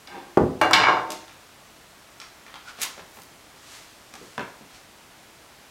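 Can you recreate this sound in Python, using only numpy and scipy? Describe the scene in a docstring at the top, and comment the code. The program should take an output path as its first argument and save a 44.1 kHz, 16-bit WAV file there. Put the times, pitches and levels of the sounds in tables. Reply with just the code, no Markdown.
"""A scrape, a hollow thud and a bright wooden clatter, then claws ticking down the stairs.
A small dog tugs a loose spindle out of a stair rail: it grinds in its socket, drops on a tread,
then falls against a standing baluster, and both rods ring as it rattles to rest. The dog comes
closer, coat brushing and one pad squeaking, and bumps the woodwork.
A hard-walled stairwell rings over a faint hiss."""
import sys
import numpy as np
from scipy import signal
from scipy.fft import rfft, irfft
from scipy.io import wavfile

SR = 44100
rng = np.random.default_rng(int(sys.argv[2]) if len(sys.argv) > 2 else 0)


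def inscribe(sig):
    """Save sig as 16-bit PCM at rate SR to the path in sys.argv[1].

    A 1-D sig is mono; a 2-D sig holds one channel per row.
    Samples are clipped to [-1, 1] before scaling.
    """
    pcm = np.round(np.clip(np.atleast_2d(sig).T, -1, 1) * 32767)
    wavfile.write(sys.argv[1], SR, pcm.astype(np.int16))


N = 251370
TIME = np.arange(N) / SR
TAIL_TIME = TIME[:SR]  # one second for a crack or an echo to die in

# The ring of the loose spindle, the standing baluster and a stair tread.
# Each row: pitch in Hz, relative level in dB, time to fade by 60 dB (t60) in seconds.
SPINDLE_MODES = [(324.2, -2.5, 0.69), (454.4, -14, 0.46), (622, -2.5, 0.71), (739, 2, 0.62), (864, 5, 0.23),
                 (1287, -7.5, 0.2), (1618, 0, 0.22), (1594, -3, 0.51), (2170, -11.5, 0.23), (2815, 2, 0.32),
                 (3460, -2.5, 0.25), (4140, -13, 0.42), (4770, -14, 0.49), (4850, -16, 0.39),
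                 (5650, -11, 0.39), (6465, -11, 0.43), (7140, -15, .3), (7500, -18, .35)]
BALUSTER_MODES = [(903, 2.5, 0.7), (1080, 6, 0.48), (1310, -1.5, 0.34), (1390, 0.5, 0.28), (1487, -4, 0.37),
                  (1625, 2, 0.37), (1760, -2.5, 0.27), (2217, 0.5, 0.21), (2350, -8, .36), (2832, -6, .38),
                  (2950, -2, 0.25), (3460, -8, 0.25), (3660, -8.5, 0.54), (3900, -25, 0.51),
                  (4113, -14, .3), (4930, -13, .35)]
TREAD_MODES = [(77.3, 2, 0.44), (116.9, -5, 0.32), (176, -4.5, 0.18), (264.5, 2, 0.31), (315, -18, 0.22),
               (402.4, -5.5, 0.24), (449, -2.5, 0.2), (500, 1, 0.34), (656, -23, 0.23), (838, -12, 0.33)]
# Hard hits, wood on wood. Each row: start in seconds, level in dB, contact cut-off in Hz,
# edge tick level in dB, then the sends to the spindle's and the baluster's ring in dB.
SPINDLE_STRIKES = [(.0730, -43.5, 4430, -62, -6, -23), (.3720, -44, 7000, -44.5, -11, -25),
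                   (0.6136, -17, 1720, -28, 3.5, -22), (.7100, -22, 1500, -32.5, -10, -24),
                   (.7330, -13.5, 4700, -23.5, -4, -3), (.7385, -15.5, 4100, -30, -17, -14),
                   (0.748, -28, 7400, -40, -2, .5)]
# The rattle after the hits. Each row: start in seconds, level in dB, send to the baluster's ring in dB.
SPINDLE_REBOUNDS = [(.6235, -21, -16), (.6470, -26, -11), (.7650, -27, 9), (.7810, -24, -3),
                    (.8000, -20.5, -10), (.8125, -23.5, 0), (.8370, -17.5, -10), (.8695, -22.5, 8),
                    (.8845, -21, -5.5), (.8895, -21.5, -10), (.9030, -25.5, -0.5), (.9220, -29.5, -2),
                    (.9700, -26, -14), (1.090, -37, -10)]
# The colour of the rods' crowded, short-lived modes, and of the socket with the spindle wedged in it.
# Each row: centre in Hz, width in Hz, relative level in dB.
CRACK_RESONANCES = [(996, 1860, 3), (2255, 130, 2.5), (2905, 120, 2), (3450, 560, -2), (4110, 260, 1),
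                    (4780, 360, 4), (5450, 230, -5), (6430, 860, -6), (7700, 2000, -23), (13600, 6400, -10)]
SOCKET_RESONANCES = [(199, 19, -7), (355, 43, -4.5), (804, 37, 0), (950, 24, -5), (1584, 21, -5),
                     (2120, 52, -15), (3480, 30, -12.5)]
# The spindle's foot drops on the tread; later the dog bumps the woodwork.
# Each row: start in seconds, level in dB, contact cut-off in Hz, send to the tread's ring in dB.
SPINDLE_THUDS = [(.3712, -28, 1090, -8), (.3732, -10, 673, -8.5), (.4110, -23.5, 610, -3),
                 (.4160, -22, 390, 4)]
DOG_BUMPS = [(4.172, -59, 400, -5), (4.2132, -46, 600, -6), (4.3795, -28, 1500, -9.5),
             (4.3945, -34, 1920, -22), (4.4070, -38, 1920, -18), (4.610, -49.5, 500, -20)]
# Paws on the boards. Each row: start in seconds, claw level in dB, claw cut-off in Hz, pad level in dB.
PAW_STEPS = [(1.1040, -34.5, 9000, -40.5), (1.280, -49.5, 3800, -60), (2.2010, -41, 6000, -65),
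             (2.4651, -47, 3200, -56), (2.5412, -42, 3820, -63), (2.7880, -46, 4000, -46),
             (2.8170, -29.5, 14100, -46.5), (2.9785, -44.5, 1900, -45.5), (3.1720, -51.5, 3000, -50),
             (3.2190, -49.5, 15000, -70), (4.1386, -44, 7000, -46.5)]
# The claws get drier as the dog comes closer. Each row: time in seconds, echo send in dB.
CLAW_ECHO_SEND = [(2.2, 0.5), (3.2, -3)]
# Coat and harness rubbing. Each row: peak time in seconds, peak level in dB,
# swell and fade time in seconds, centre in Hz.
COAT_SCUFFS = [(2.695, -43.5, 0.03, 2000), (2.832, -23, 0.012, 3800), (2.848, -33.5, 0.034, 1690),
               (3.002, -46, 0.017, 1200), (3.170, -53, 0.067, 5600), (3.745, -44.5, 0.1, 2780),
               (4.260, -54, 0.27, 3000), (4.755, -49, 0.036, 2200)]
# The stairwell's reverb. Each row: frequency in Hz, t60 in seconds, relative echo level in dB.
STAIRWELL_BANDS = [(80, 0.79, -3), (252, 0.44, 6), (564, 0.53, 0), (1170, 0.42, 4), (3000, 0.39, 0.5),
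                   (5770, 0.56, -4.5), (9000, 0.32, -3.5), (14000, 0.22, -1)]
# The tone of the steady background. Each row: frequency in Hz, relative spectral level in dB.
HISS_SPECTRUM = [(15, -60), (25, -10), (76, -5), (206, -6.5), (317, -5.5), (476, -8), (677, -5),
                 (754, -6.5), (887, -6.5), (1160, -7.5), (1610, -9), (2760, -11.5), (7920, -18),
                 (14000, -24), (16000, -28)]


def spindle_clatter():
    """Each bounce cracks and rings both rods; hard corners give the brightest blows."""
    cracks, stairs = np.zeros((2, N))
    on_spindle, on_baluster = [], []
    for s, db, low_hz, cut_hz, spindle_db, baluster_db in spindle_contacts():
        crack_t60 = 0.035 * min(900 / low_hz, 1) ** 0.27  # brighter cracks die sooner
        add(cracks, s, undb(db) * crack(bandpass(low_hz, cut_hz), t60=crack_t60, rough=5.3))
        # the staircase takes up a little of each blow
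        add(stairs, s, undb(db - 19) * crack(bandpass(66.5, 480), t60=0.046, rough=3.2))
        coupling = bandpass(.5 * low_hz, cut_hz, order=1)
        on_spindle.append((s, db + spindle_db, coupling))
        on_baluster.append((s, db + baluster_db, coupling))
    spindle = wood_ring(SPINDLE_MODES, on_spindle, scatter_db=1, waver=.4)
    baluster = wood_ring(BALUSTER_MODES, on_baluster, scatter_db=1, waver=.4)
    knocks = resonate(cracks, CRACK_RESONANCES) + stairs
    return stairwell(knocks, wet_db=-1.5) + undb(-3) * (spindle + baluster)


def spindle_contacts():
    """Every touch of the spindle: its start, level, low and high corner, and sends to the two rods."""
    for s, db, cut_hz, edge_db, spindle_db, baluster_db in SPINDLE_STRIKES:
        yield s, db, 0.31 * cut_hz, cut_hz, spindle_db, baluster_db
        # the hard edge adds a bright tick that rings the rods only a little
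        yield s, edge_db, 5900, 13700, -6.5, -6.5
    for s, db, baluster_db in SPINDLE_REBOUNDS:
        cut_hz, spindle_db = rebound_tone(s)
        yield s, db, 0.24 * cut_hz, cut_hz, spindle_db, baluster_db


def rebound_tone(s, dull_hz=643, dulling_s=0.14, freeing_s=0.15):
    """After a strike the rebounds dull to a plain knock, while the loosening spindle rings more freely."""
    struck_s, _, struck_hz, *_ = [row for row in SPINDLE_STRIKES if row[0] < s][-1]
    since = s - struck_s
    cut_hz = dull_hz + 0.32 * struck_hz * np.exp(-since / dulling_s)
    spindle_db = np.interp(since, [0, freeing_s], [-19, -3.5])
    return cut_hz, spindle_db


def crack(contact, t60, rough):
    """The first push of a contact and the burst of crowded, short-lived modes behind it."""
    push = unit_hit(signal.unit_impulse(len(TAIL_TIME)))
    burst = unit_hit(rng.standard_normal(len(TAIL_TIME)) * undb(-60 * TAIL_TIME / t60))
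    return unit_hit(signal.sosfilt(contact, push + rough * burst))


def wood_ring(modes, blows, scatter_db, waver):
    """Each blow tops up the energy of the wood's modes, which then drains away."""
    hz, db, t60 = np.transpose(modes)
    feeds, ringing = np.zeros((len(hz), N)), np.zeros(N)
    for s, blow_db, contact in blows:
        # every striking point shares the energy out a little differently
        gain = undb(db + scatter_db * rng.standard_normal(len(hz)))
        gain *= abs(signal.sosfreqz(contact, hz, fs=SR)[1])
        feeds[:, int(s * SR)] += 2 * undb(blow_db) ** 2 * gain ** 2 / np.sum(gain ** 2)
    knots = np.arange(0, N / SR, .02)
    for mode_hz, mode_t60, feed in zip(hz, t60, feeds):
        retained = np.exp(-2 * np.log(1000) / (mode_t60 * SR))
        energy = signal.lfilter([1], [1, -retained], feed + 1e-20)
        envelope = signal.lfilter([.02], [1, -.98], np.sqrt(energy))  # rounds off the attack
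        # tumbling and echoes make each partial waver in level and phase
        swell, drift = (np.interp(TIME, knots, waver * rng.standard_normal(len(knots))) for _ in range(2))
        phase = 2 * np.pi * (mode_hz * TIME + rng.random())
        ringing += envelope * ((1 + swell) * np.sin(phase) + drift * np.cos(phase))
    return ringing


def tread_thuds(hits, low_hz, t60, rough, wet_db, order):
    """Blunt blows: a dull push, then the hollow tread booms; a higher order is a softer contact."""
    pushes, blows = np.zeros(N), []
    low_cut = signal.butter(2, low_hz, "high", fs=SR, output="sos")
    for s, db, cut_hz, ring_db in hits:
        high_cut = signal.butter(order, cut_hz, fs=SR, output="sos")
        contact = np.vstack([low_cut, high_cut])
        add(pushes, s, undb(db) * crack(contact, t60, rough))
        blows.append((s, db + ring_db, contact))
    return stairwell(pushes, wet_db) + wood_ring(TREAD_MODES, blows, scatter_db=1.5, waver=0.27)


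def socket_scrape():
    """Slips in the socket grind and shake the wedged spindle."""
    rubbing = signal.sosfilt(bandpass(170, 1240), slips(per_s=700, spread_db=1))
    shaking = signal.sosfilt(bandpass(150, 4500), slips(per_s=640, spread_db=1.5))
    singing = resonate(shaking, SOCKET_RESONANCES)
    grind = unit(unit(rubbing) + undb(7.5) * unit(singing))
    return stairwell(grind * tug(), wet_db=-5)


def tug(start_s=.08, full_s=0.15, release_s=0.18, hold_db=-39, rise_db_per_s=135, fall_db_per_s=176):
    """The pull on the spindle builds, holds while the end drags, then lets go."""
    attack_db = rise_db_per_s * np.maximum(full_s - TIME, 0)
    release_db = fall_db_per_s * np.maximum(TIME - release_s, 0)
    return undb(hold_db - attack_db - release_db) * (TIME > start_s)


def paw_steps(claw_gap_s=.015):
    """Two claws tick on the boards in quick succession, and the pad lands with the first."""
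    claws, pads = np.zeros((2, N))
    for s, db, cut_hz, pad_db in PAW_STEPS:
        contact = bandpass(0.19 * cut_hz, cut_hz)
        add(claws, s, undb(db) * crack(contact, t60=0.022, rough=6.4))
        add(claws, s + claw_gap_s, undb(db - 2) * crack(contact, t60=0.022, rough=6.4))
        add(pads, s, undb(pad_db) * crack(bandpass(170, 1120), t60=0.036, rough=1.7))
    send = undb(np.interp(TIME, *np.transpose(CLAW_ECHO_SEND)))
    return (1 - send) * claws + stairwell(send * claws + pads, wet_db=-0.5)


def dog_scuffs():
    """Coat and harness brush along the stairs, and one pad squeaks on the varnish."""
    coat = sum(rub(*scuff, spread=2.76) for scuff in COAT_SCUFFS)
    squeak = rub(peak_s=2.692, db=-39.5, fade_s=0.02, hz=1410, spread=1.1)
    return stairwell(coat + squeak, wet_db=-9.5)


def rub(peak_s, db, fade_s, hz, spread):
    """Fine friction grains swell and fade in a band that reaches a factor of spread either side of hz."""
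    grains = signal.sosfilt(bandpass(hz / spread, hz * spread), slips(per_s=6000, spread_db=-2))
    return undb(db) * unit(grains) * np.exp(-abs(TIME - peak_s) / fade_s)


def slips(per_s, spread_db):
    """Tiny stick-slip clicks, random in timing, direction and size."""
    slipping = rng.random(N) < per_s / SR
    direction = rng.choice([-1, 1], N)
    return slipping * direction * undb(spread_db * rng.standard_normal(N))


def stairwell(direct, wet_db, build_s=0.0036):
    """Direct sound plus dense echoes from near walls, weaker and shorter in the top treble."""
    hz = np.fft.rfftfreq(len(TAIL_TIME), 1 / SR)
    centres = np.array(STAIRWELL_BANDS)[:, 0]
    noise, echoes = rfft(rng.standard_normal(len(TAIL_TIME))), 0
    for (_, t60, db), solo in zip(STAIRWELL_BANDS, np.eye(len(centres))):
        crossfade = on_log(hz, np.c_[centres, solo])
        band = irfft(noise * crossfade, len(TAIL_TIME))
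        echoes += undb(db - 60 * TAIL_TIME / t60) * band
    echoes *= 1 - np.exp(-TAIL_TIME / build_s)
    return direct + undb(wet_db) * signal.fftconvolve(direct, echoes / np.linalg.norm(echoes))[:N]


def house_hiss(level_db=-50.5):
    """A faint, even bed of house tone and microphone noise."""
    tone = undb(on_log(np.fft.rfftfreq(N, 1 / SR), HISS_SPECTRUM))
    return undb(level_db) * unit(irfft(rfft(rng.standard_normal(N)) * tone, N))


def resonate(x, bands):
    """Colour a sound with parallel resonances, keeping its energy."""
    voiced = sum(undb(db) * signal.lfilter(*signal.iirpeak(hz, hz / width, fs=SR), x)
                 for hz, width, db in bands)
    return voiced * np.linalg.norm(x) / np.linalg.norm(voiced)


def bandpass(low_hz, high_hz, order=2):
    """A filter that passes the band between two corners."""
    high_hz = min(high_hz, .47 * SR)
    return signal.butter(order, [min(low_hz, .9 * high_hz), high_hz], "band", fs=SR, output="sos")


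def on_log(hz, points):
    """Read a curve of (Hz, value) points on a log-frequency axis."""
    point_hz, values = np.transpose(points)
    return np.interp(np.log(np.maximum(hz, 1)), np.log(point_hz), values)


def undb(db):
    """Decibels to gain."""
    return 10 ** (np.asarray(db) / 20)


def unit(x):
    """Scale to rms 1."""
    return x / np.sqrt(np.mean(x ** 2))


def unit_hit(x):
    """Scale to the energy of 10 ms at rms 1."""
    return x * np.sqrt(.01 * SR / np.sum(x ** 2))


def add(track, s, sound):
    """Mix a sound into the track at s seconds."""
    start = max(int(s * SR), 0)
    track[start:start + len(sound)] += sound[:N - start]


def scene():
    """Spindle, dog and background in one mono mix."""
    thuds = tread_thuds(SPINDLE_THUDS, low_hz=149, t60=0.053, rough=1.57, wet_db=-7, order=3)
    bumps = tread_thuds(DOG_BUMPS, low_hz=124, t60=0.023, rough=1.9, wet_db=-3.5, order=2)
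    spindle = thuds + spindle_clatter() + socket_scrape()
    dog = paw_steps() + dog_scuffs() + bumps
    return (spindle + dog + house_hiss())[None]


def record(dry, top_hz=15900):
    """Peaks over full scale clip, and a steep filter cuts the very top."""
    high_cut = signal.ellip(10, .2, 80, top_hz, fs=SR, output="sos")
    return signal.sosfilt(high_cut, np.clip(dry, -1, 1))


dry = scene()
out = record(dry)
inscribe(out)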